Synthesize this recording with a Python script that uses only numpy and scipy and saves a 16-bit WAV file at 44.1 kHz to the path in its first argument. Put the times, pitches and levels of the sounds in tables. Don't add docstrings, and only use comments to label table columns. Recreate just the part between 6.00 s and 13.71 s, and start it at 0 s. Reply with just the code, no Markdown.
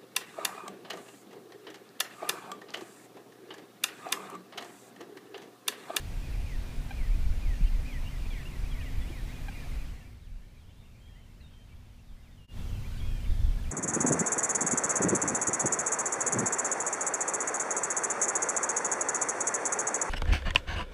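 import sys
import numpy as np
from scipy import signal
from scipy.fft import rfft, irfft, next_fast_len
from scipy.io import wavfile
from scipy.ndimage import uniform_filter1d

SR = 44100
rng = np.random.default_rng(int(sys.argv[2]) if len(sys.argv) > 2 else 0)


def store_pcm(level_fs):
    pcm = np.round(np.clip(level_fs, -1, 1) * 32767).astype(np.int16)
    wavfile.write(sys.argv[1], SR, np.atleast_2d(pcm).T)


N = 340011
TIME = np.arange(N) / SR

# (frequency [Hz], relative level [dB])
AIR_EARLY = [(20, 16), (70, 18.5), (130, 14), (200, 6.5), (300, 1), (450, -3), (730, -4), (1250, -9),
             (1800, -9), (2400, -7), (3000, -11), (4500, -13.5), (8000, -19), (15000, -23.5)]
AIR_LATE = [(20, 16), (70, 19), (130, 17), (200, 7), (300, 0.5), (450, -2), (800, -6), (1300, -8.5),
            (2300, -10.5), (3200, -12), (4500, -13.5), (8000, -19), (15000, -23.5)]
# (pitch [Hz], pitch wander [Hz], level above AIR_DB [dB])
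HUM_EARLY = [(132.9, 12, 6.5), (247, 4.1, 1.5), (275.4, 3.9, -3.5)]
HUM_LATE = [(72.7, 3.04, 13), (101.4, 8, 11), (178.7, 6.6, 2), (238.1, 4.02, 5.5), (295.6, 5.25, -10.5)]
# (frequency [Hz], relative level [dB])
WIND_SPECTRUM = [(10, 3), (22, 0.5), (32, 7), (50, -4.5), (75, -9.5), (110, -20), (170, -40), (300, -42.5),
                 (800, -74), (4000, -100)]
# (time of the height [s], length [s], level [dB])
GUSTS = [(0.172, 0.045, -31), (0.367, 0.11, -32), (0.568, 0.044, -27), (0.795, 0.039, -29.5),
         (1.01, 0.06, -26.5), (1.125, 0.091, -23), (1.282, .15, -24), (1.489, 0.074, -23.5),
         (1.639, 0.044, -19.5), (1.745, 0.12, -24.5), (2.01, .1, -31), (2.284, .18, -32),
         (2.65, 0.087, -32), (2.745, .06, -32), (2.987, 0.073, -26.5), (3.772, 0.17, -33),
         (4.347, 0.11, -39.5), (5.757, 0.03, -38), (6.128, 0.036, -39), (6.727, 0.032, -29.5),
         (7.1, 0.17, -29), (7.306, 0.035, -20.5), (7.464, 0.15, -23), (7.656, 0.051, -28)]
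# (time [s], pitch [Hz], level [dB], time to die by 60 dB [s])
KNOCKS = [(.283, 474, -50, .06), (1.607, 151, -26, 0.052), (3.099, 328, -36, 0.05),
          (3.655, 717, -45.5, 0.057)]
# (time [s], pitch [Hz], level [dB])
SQUEAKS = [(0.9076, 796, -40.5), (3.4829, 800, -40.5)]
# (multiple of its pitch, relative level [dB])
SQUEAK_TONE = [(1, -0.5), (2, -2.5), (3, -3), (4, -13), (5, -16)]
SLUR_BEND = [-0.2, -1.0, -3.0, -4.5, -6]
CHIP_BEND = [-2.01, -0.383, 0.14]
DROP_BEND = [0, -2.2, -7]
ARCH_BEND = [-0.993, 0, -0.1, -0.5, -0.9, -1.4]
SWEEP_BEND = [-9, -8, -4.5, 1]
# (time [s], length [s], pitch [Hz], level [dB])
SLURS = [(.442, 0.12, 2545, -56.5), (.955, .125, 2506, -57), (1.418, 0.13, 2486, -56),
         (1.87, .118, 2550, -54), (2.303, .115, 2384, -55.5), (2.335, .105, 2490, -56),
         (2.718, .118, 2410, -56.5), (2.8, 0.1, 2546, -56.5), (3.11, 0.11, 2436, -57.5),
         (3.515, .13, 2350, -62), (3.925, .12, 2370, -67)]
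CHIPS = [(1.11, 0.044, 2480, -57.5), (1.635, 0.05, 3130, -60), (2.04, 0.076, 3080, -61),
         (1.848, 0.037, 2540, -58), (3.515, .035, 2820, -58), (3.886, .022, 3020, -61.5),
         (4.035, 0.052, 2370, -66), (4.415, 0.046, 1820, -74), (4.68, .045, 3090, -74),
         (4.832, .035, 2830, -73), (5.11, .06, 2880, -75), (5.153, .054, 2105, -68.5),
         (5.402, .024, 2770, -71), (5.402, .025, 2090, -73), (5.685, 0.027, 2780, -70),
         (5.985, .024, 2780, -68), (6.841, .03, 2420, -56), (6.974, .024, 4770, -62),
         (6.976, 0.042, 3310, -59), (7.255, 0.021, 2340, -58), (7.66, 0.023, 2430, -58)]
DROPS = [(.325, .04, 2730, -57.5), (4.215, 0.063, 3950, -74), (4.262, .024, 3200, -69),
         (4.575, .075, 3970, -76), (6.228, .065, 2900, -73), (7.24, 0.021, 3100, -58),
         (7.638, 0.021, 3220, -58)]
SWEEPS = [(2.745, 0.09, 3450, -61), (3.005, .1, 3250, -60), (3.27, .1, 3430, -59.5), (3.51, .11, 3130, -62),
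          (3.745, .12, 3070, -67)]
ARCHES = [(.22, 0.075, 2520, -56.5), (3.335, 0.097, 2470, -59), (3.54, 0.13, 2435, -58),
          (3.775, .07, 2460, -59), (4.005, .06, 2780, -68), (4.998, .27, 3236, -69),
          (6.978, 0.29, 3300, -61.5), (7.015, .26, 2505, -61), (7.25, 0.28, 3660, -63.5)]
# (first time [s], length [s], pitch [Hz], level [dB])
CHIP_RUN = (4.182, 0.02, 2360, -72)
# (time [s], length [s], pitch [Hz], level [dB], starting offset in pitch [semitones])
PIPES = [(0.659, 0.068, 2420, -63, 0), (3.013, .037, 3370, -59, 0.5), (3.15, .17, 3830, -65, -0.5),
         (5.405, .078, 3660, -68, 3), (5.53, 0.1, 3135, -68.5, .4), (5.703, 0.034, 2310, -66.5, 0),
         (6.275, .06, 1880, -72, 2.4), (6.373, 0.11, 2810, -67.5, 2), (6.48, .048, 2786, -63, 0.7),
         (6.676, .032, 2880, -63, 2), (6.73, .04, 3020, -63, 2), (6.914, 0.057, 1535, -63, 0),
         (7.564, 0.033, 1690, -59, 0)]
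# (delay [s], length [s], start [Hz], middle [Hz], end [Hz], level relative to the phrase [dB])
PHRASE = [(0, 0.021, 2845, 2520, 2250, -2.5), (0.036, 0.028, 2660, 2786, 2880, 0),
          (0.09, .072, 2180, 2043, 1860, -7.5), (.226, .032, 2190, 2430, 2650, -5),
          (0.284, .042, 3374, 3290, 2850, -3)]
# (time [s], level [dB])
PHRASES = [(1.622, -55.5), (2.02, -53), (2.415, -52.5), (2.81, -58.5)]
# (time [s], half width [s], depth [dB])
DIP = (6.471, 0.0086, -24)

AIR_DB, BREEZE_DB = -59.5, -38
CHANGE_S, CHANGE_TAKES_S = 4.05, 0.33
SINK_S, SINK_TAKES_S = 3.76, 0.45
LIFT_S, LIFT_TAKES_S = 6.475, 0.099
CHIP_PERIOD_S = 0.127
SLIDE_S = 0.018
ARCH_FADE_DB = -5
EDGE_HZ = 15350


def gain_of(db):
    return 10 ** (np.asarray(db) / 20)


def evened(x):
    return x / np.sqrt(np.mean(x ** 2) + 1e-20)


def read(points, hz):
    f, value = np.transpose(points)
    return np.interp(np.log(hz + 1), np.log(f + 1), value)


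def add(mix, s, sound):
    part = mix[max(round(s * SR), 0):][:len(sound)]
    part += sound[:len(part)]


def noise(shape):
    size = next_fast_len(N)
    spectrum = rfft(rng.standard_normal(size))
    colored = irfft(spectrum * shape(np.fft.rfftfreq(size, 1 / SR)), size)
    return evened(colored[:N])


def drift(rate_hz):
    return noise(lambda f: np.exp(-(f / rate_hz) ** 2))


def whistle(length, pitches, waver, edge=0.00727):
    t = np.arange(-edge / 2, length + edge / 2, 1 / SR)
    places = np.linspace(0, 1, len(pitches))
    curve = np.polyfit(places, pitches, len(pitches) - 1)
    hz = np.polyval(curve, t / length)
    turns = np.cumsum(hz * (1 + waver[:len(t)])) / SR
    swell = signal.windows.tukey(len(t), min(1, 0.082 + 1.5 * edge / length))
    return np.sqrt(2) * swell * np.sin(2 * np.pi * turns)


def shore(x, t60, delay=0.012):
    t = np.arange(SR) / SR
    hits = rng.random(SR) < 2000 / SR
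    taps = rng.standard_normal(SR) * hits * (t > delay)
    tail = taps * gain_of(-60 * t / t60)
    return signal.fftconvolve(x, tail / np.linalg.norm(tail))[:N]


def spell(depth_db):
    sinking = np.clip((TIME - SINK_S) / SINK_TAKES_S, 0, 1)
    lifting = np.clip((TIME - LIFT_S) / LIFT_TAKES_S, 0, 1)
    return gain_of(depth_db * (sinking - lifting))


def air(spectrum, level_db, patchy_db):
    hz, _, z = signal.stft(rng.standard_normal(N), SR, nperseg=2048, noverlap=1536)
    patches = uniform_filter1d(rng.standard_normal(z.shape), size=20, axis=0)
    patches = evened(uniform_filter1d(patches, size=8, axis=1))
    z = z * gain_of(read(spectrum, hz)[:, None] + patchy_db * patches)
    hiss = signal.istft(z, nperseg=2048, noverlap=1536)[1][:N]
    return gain_of(level_db) * evened(hiss)


def hum(lines, waver=0.22):
    out = np.zeros(N)
    for hz, width, db in lines:
        turns = np.cumsum(hz + width / 2 * drift(4.81)) / SR
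        tone = (1 + waver * drift(2.7)) * np.sin(2 * np.pi * turns)
        out += gain_of(db) * evened(tone)
    return out


def chorus(centre_hz, spread, glide, level_db, count):
    song, wander = np.zeros(N), 0.011 * drift(120)
    for k, (when, long, size, pitch, slope) in enumerate(rng.random((count, 5))):
        hz = centre_hz * (1 + spread * (2 * pitch - 1))
        bend = glide * (2 * slope - 0.8)
        pitches = [hz * (0.97 + bend), hz, hz * (0.97 - bend)]
        note = whistle(0.02485 + 0.05 * long, pitches, wander)
        start = (k + when) / count * N / SR
        add(song, start, gain_of(5 * size) * note)
    return gain_of(level_db) * evened(song + 0.8 * shore(song, t60=0.4))


def wind(steady_s=0.075, fickle_db=2.0):
    eddies = noise(lambda f: gain_of(read(WIND_SPECTRUM, f)) * (1 - np.exp(-(f / 12) ** 2)))
    power = uniform_filter1d(eddies ** 2, size=round(steady_s * SR))
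    eddies = eddies / np.sqrt(power + 1e-9)
    breeze = gain_of(BREEZE_DB + fickle_db * drift(10)) * spell(depth_db=-16.5)
    gust_power = np.zeros(N)
    for s, length, db in GUSTS:
        gust_power += gain_of(db) ** 2 * np.exp(-(2 * (TIME - s) / length) ** 2)
    return np.sqrt(breeze ** 2 + gust_power) * eddies


def knocks(rise=0.004):
    out, t = np.zeros(N), np.arange(SR // 4) / SR
    for s, hz, db, t60 in KNOCKS:
        swell = 1 - np.exp(-(t / rise) ** 2)
        add(out, s, gain_of(db - 60 * t / t60) * swell * 2 * np.sin(2 * np.pi * hz * t))
    return out


def squeaks(hold=0.012, rise=0.00028):
    out, t = np.zeros(N), np.arange(SR // 30) / SR
    swell = (1 - np.exp(-t / rise)) * np.exp(-(t / hold) ** 4)
    for s, hz, db in SQUEAKS:
        tone = sum(gain_of(part_db) * np.cos(2 * np.pi * multiple * hz * t)
                   for multiple, part_db in SQUEAK_TONE)
        add(out, s, gain_of(db) * evened(tone) * swell)
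    return out


def repeated(first, length, hz, db, count):
    return [(first + k * CHIP_PERIOD_S, length, hz, db) for k in range(count)]


def notes():
    kinds = [(SLURS, SLUR_BEND, 0), (CHIPS, CHIP_BEND, 0), (repeated(*CHIP_RUN, count=8), CHIP_BEND, 0),
             (DROPS, DROP_BEND, 0), (SWEEPS, SWEEP_BEND, 0), (ARCHES, ARCH_BEND, ARCH_FADE_DB)]
    for rows, bend, fade_db in kinds:
        for s, length, hz, db in rows:
            yield s, length, hz * 2 ** (np.array(bend) / 12), db, fade_db
    for s, length, hz, db, slide in PIPES:
        bend = slide * np.exp(-np.linspace(0, length, 7) / SLIDE_S)
        yield s, length, hz * 2 ** (bend / 12), db, 0
    for s, db in PHRASES:
        for delay, length, *pitches, note_db in PHRASE:
            yield s + delay, length, pitches, db + note_db, 0


def birds(waver=0.0053, flutter_db=1.64, near_echo_db=-12, far_echo_db=-11.0):
    song, wander = np.zeros(N), waver * drift(140)
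    for s, length, pitches, db, fade_db in notes():
        note = whistle(length, pitches, np.roll(wander, -round(s * SR)))
        fade = np.linspace(0, fade_db, len(note))
        add(song, s - 0.003, gain_of(db + fade) * note)
    song *= gain_of(flutter_db * drift(55))
    branches = shore(song, t60=0.045, delay=0.0037)
    woods = shore(song, t60=0.84, delay=0.028)
    return song + gain_of(near_echo_db) * branches + gain_of(far_echo_db) * woods


def scene():
    change = np.clip((TIME - CHANGE_S) / CHANGE_TAKES_S + 0.5, 0, 1)
    early, late = np.sqrt(1 - change), np.sqrt(change)
    far_early = (chorus(2450, 0.0422, 0.038, level_db=-13.5, count=110)
                 + chorus(2150, 0.3, 0.1676, level_db=-5.5, count=170))
    far_late = (chorus(2330, 0.033, 0.06, level_db=-16, count=50)
                + chorus(2700, 0.36, 0.157, level_db=-4.0, count=150))
    air_early = air(AIR_EARLY, level_db=17.0, patchy_db=1.0)
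    air_late = air(AIR_LATE, level_db=17.0, patchy_db=0.96)
    open_air = early * (air_early + far_early) + late * (air_late + far_late)
    drone = early * hum(HUM_EARLY) + late * hum(HUM_LATE)
    background = gain_of(AIR_DB) * (spell(depth_db=-11.5) * open_air + spell(depth_db=-14) * drone)
    return (background + wind() + knocks() + squeaks() + birds())[None]


def record(dry):
    s, width, db = DIP
    dip = gain_of(db / (1 + ((TIME - s) / width) ** 2))
    low_pass = signal.firwin(801, EDGE_HZ, window=("kaiser", 9), fs=SR)
    return signal.oaconvolve(dry * dip, low_pass[None], "same")


dry = scene()
out = record(dry)
store_pcm(out)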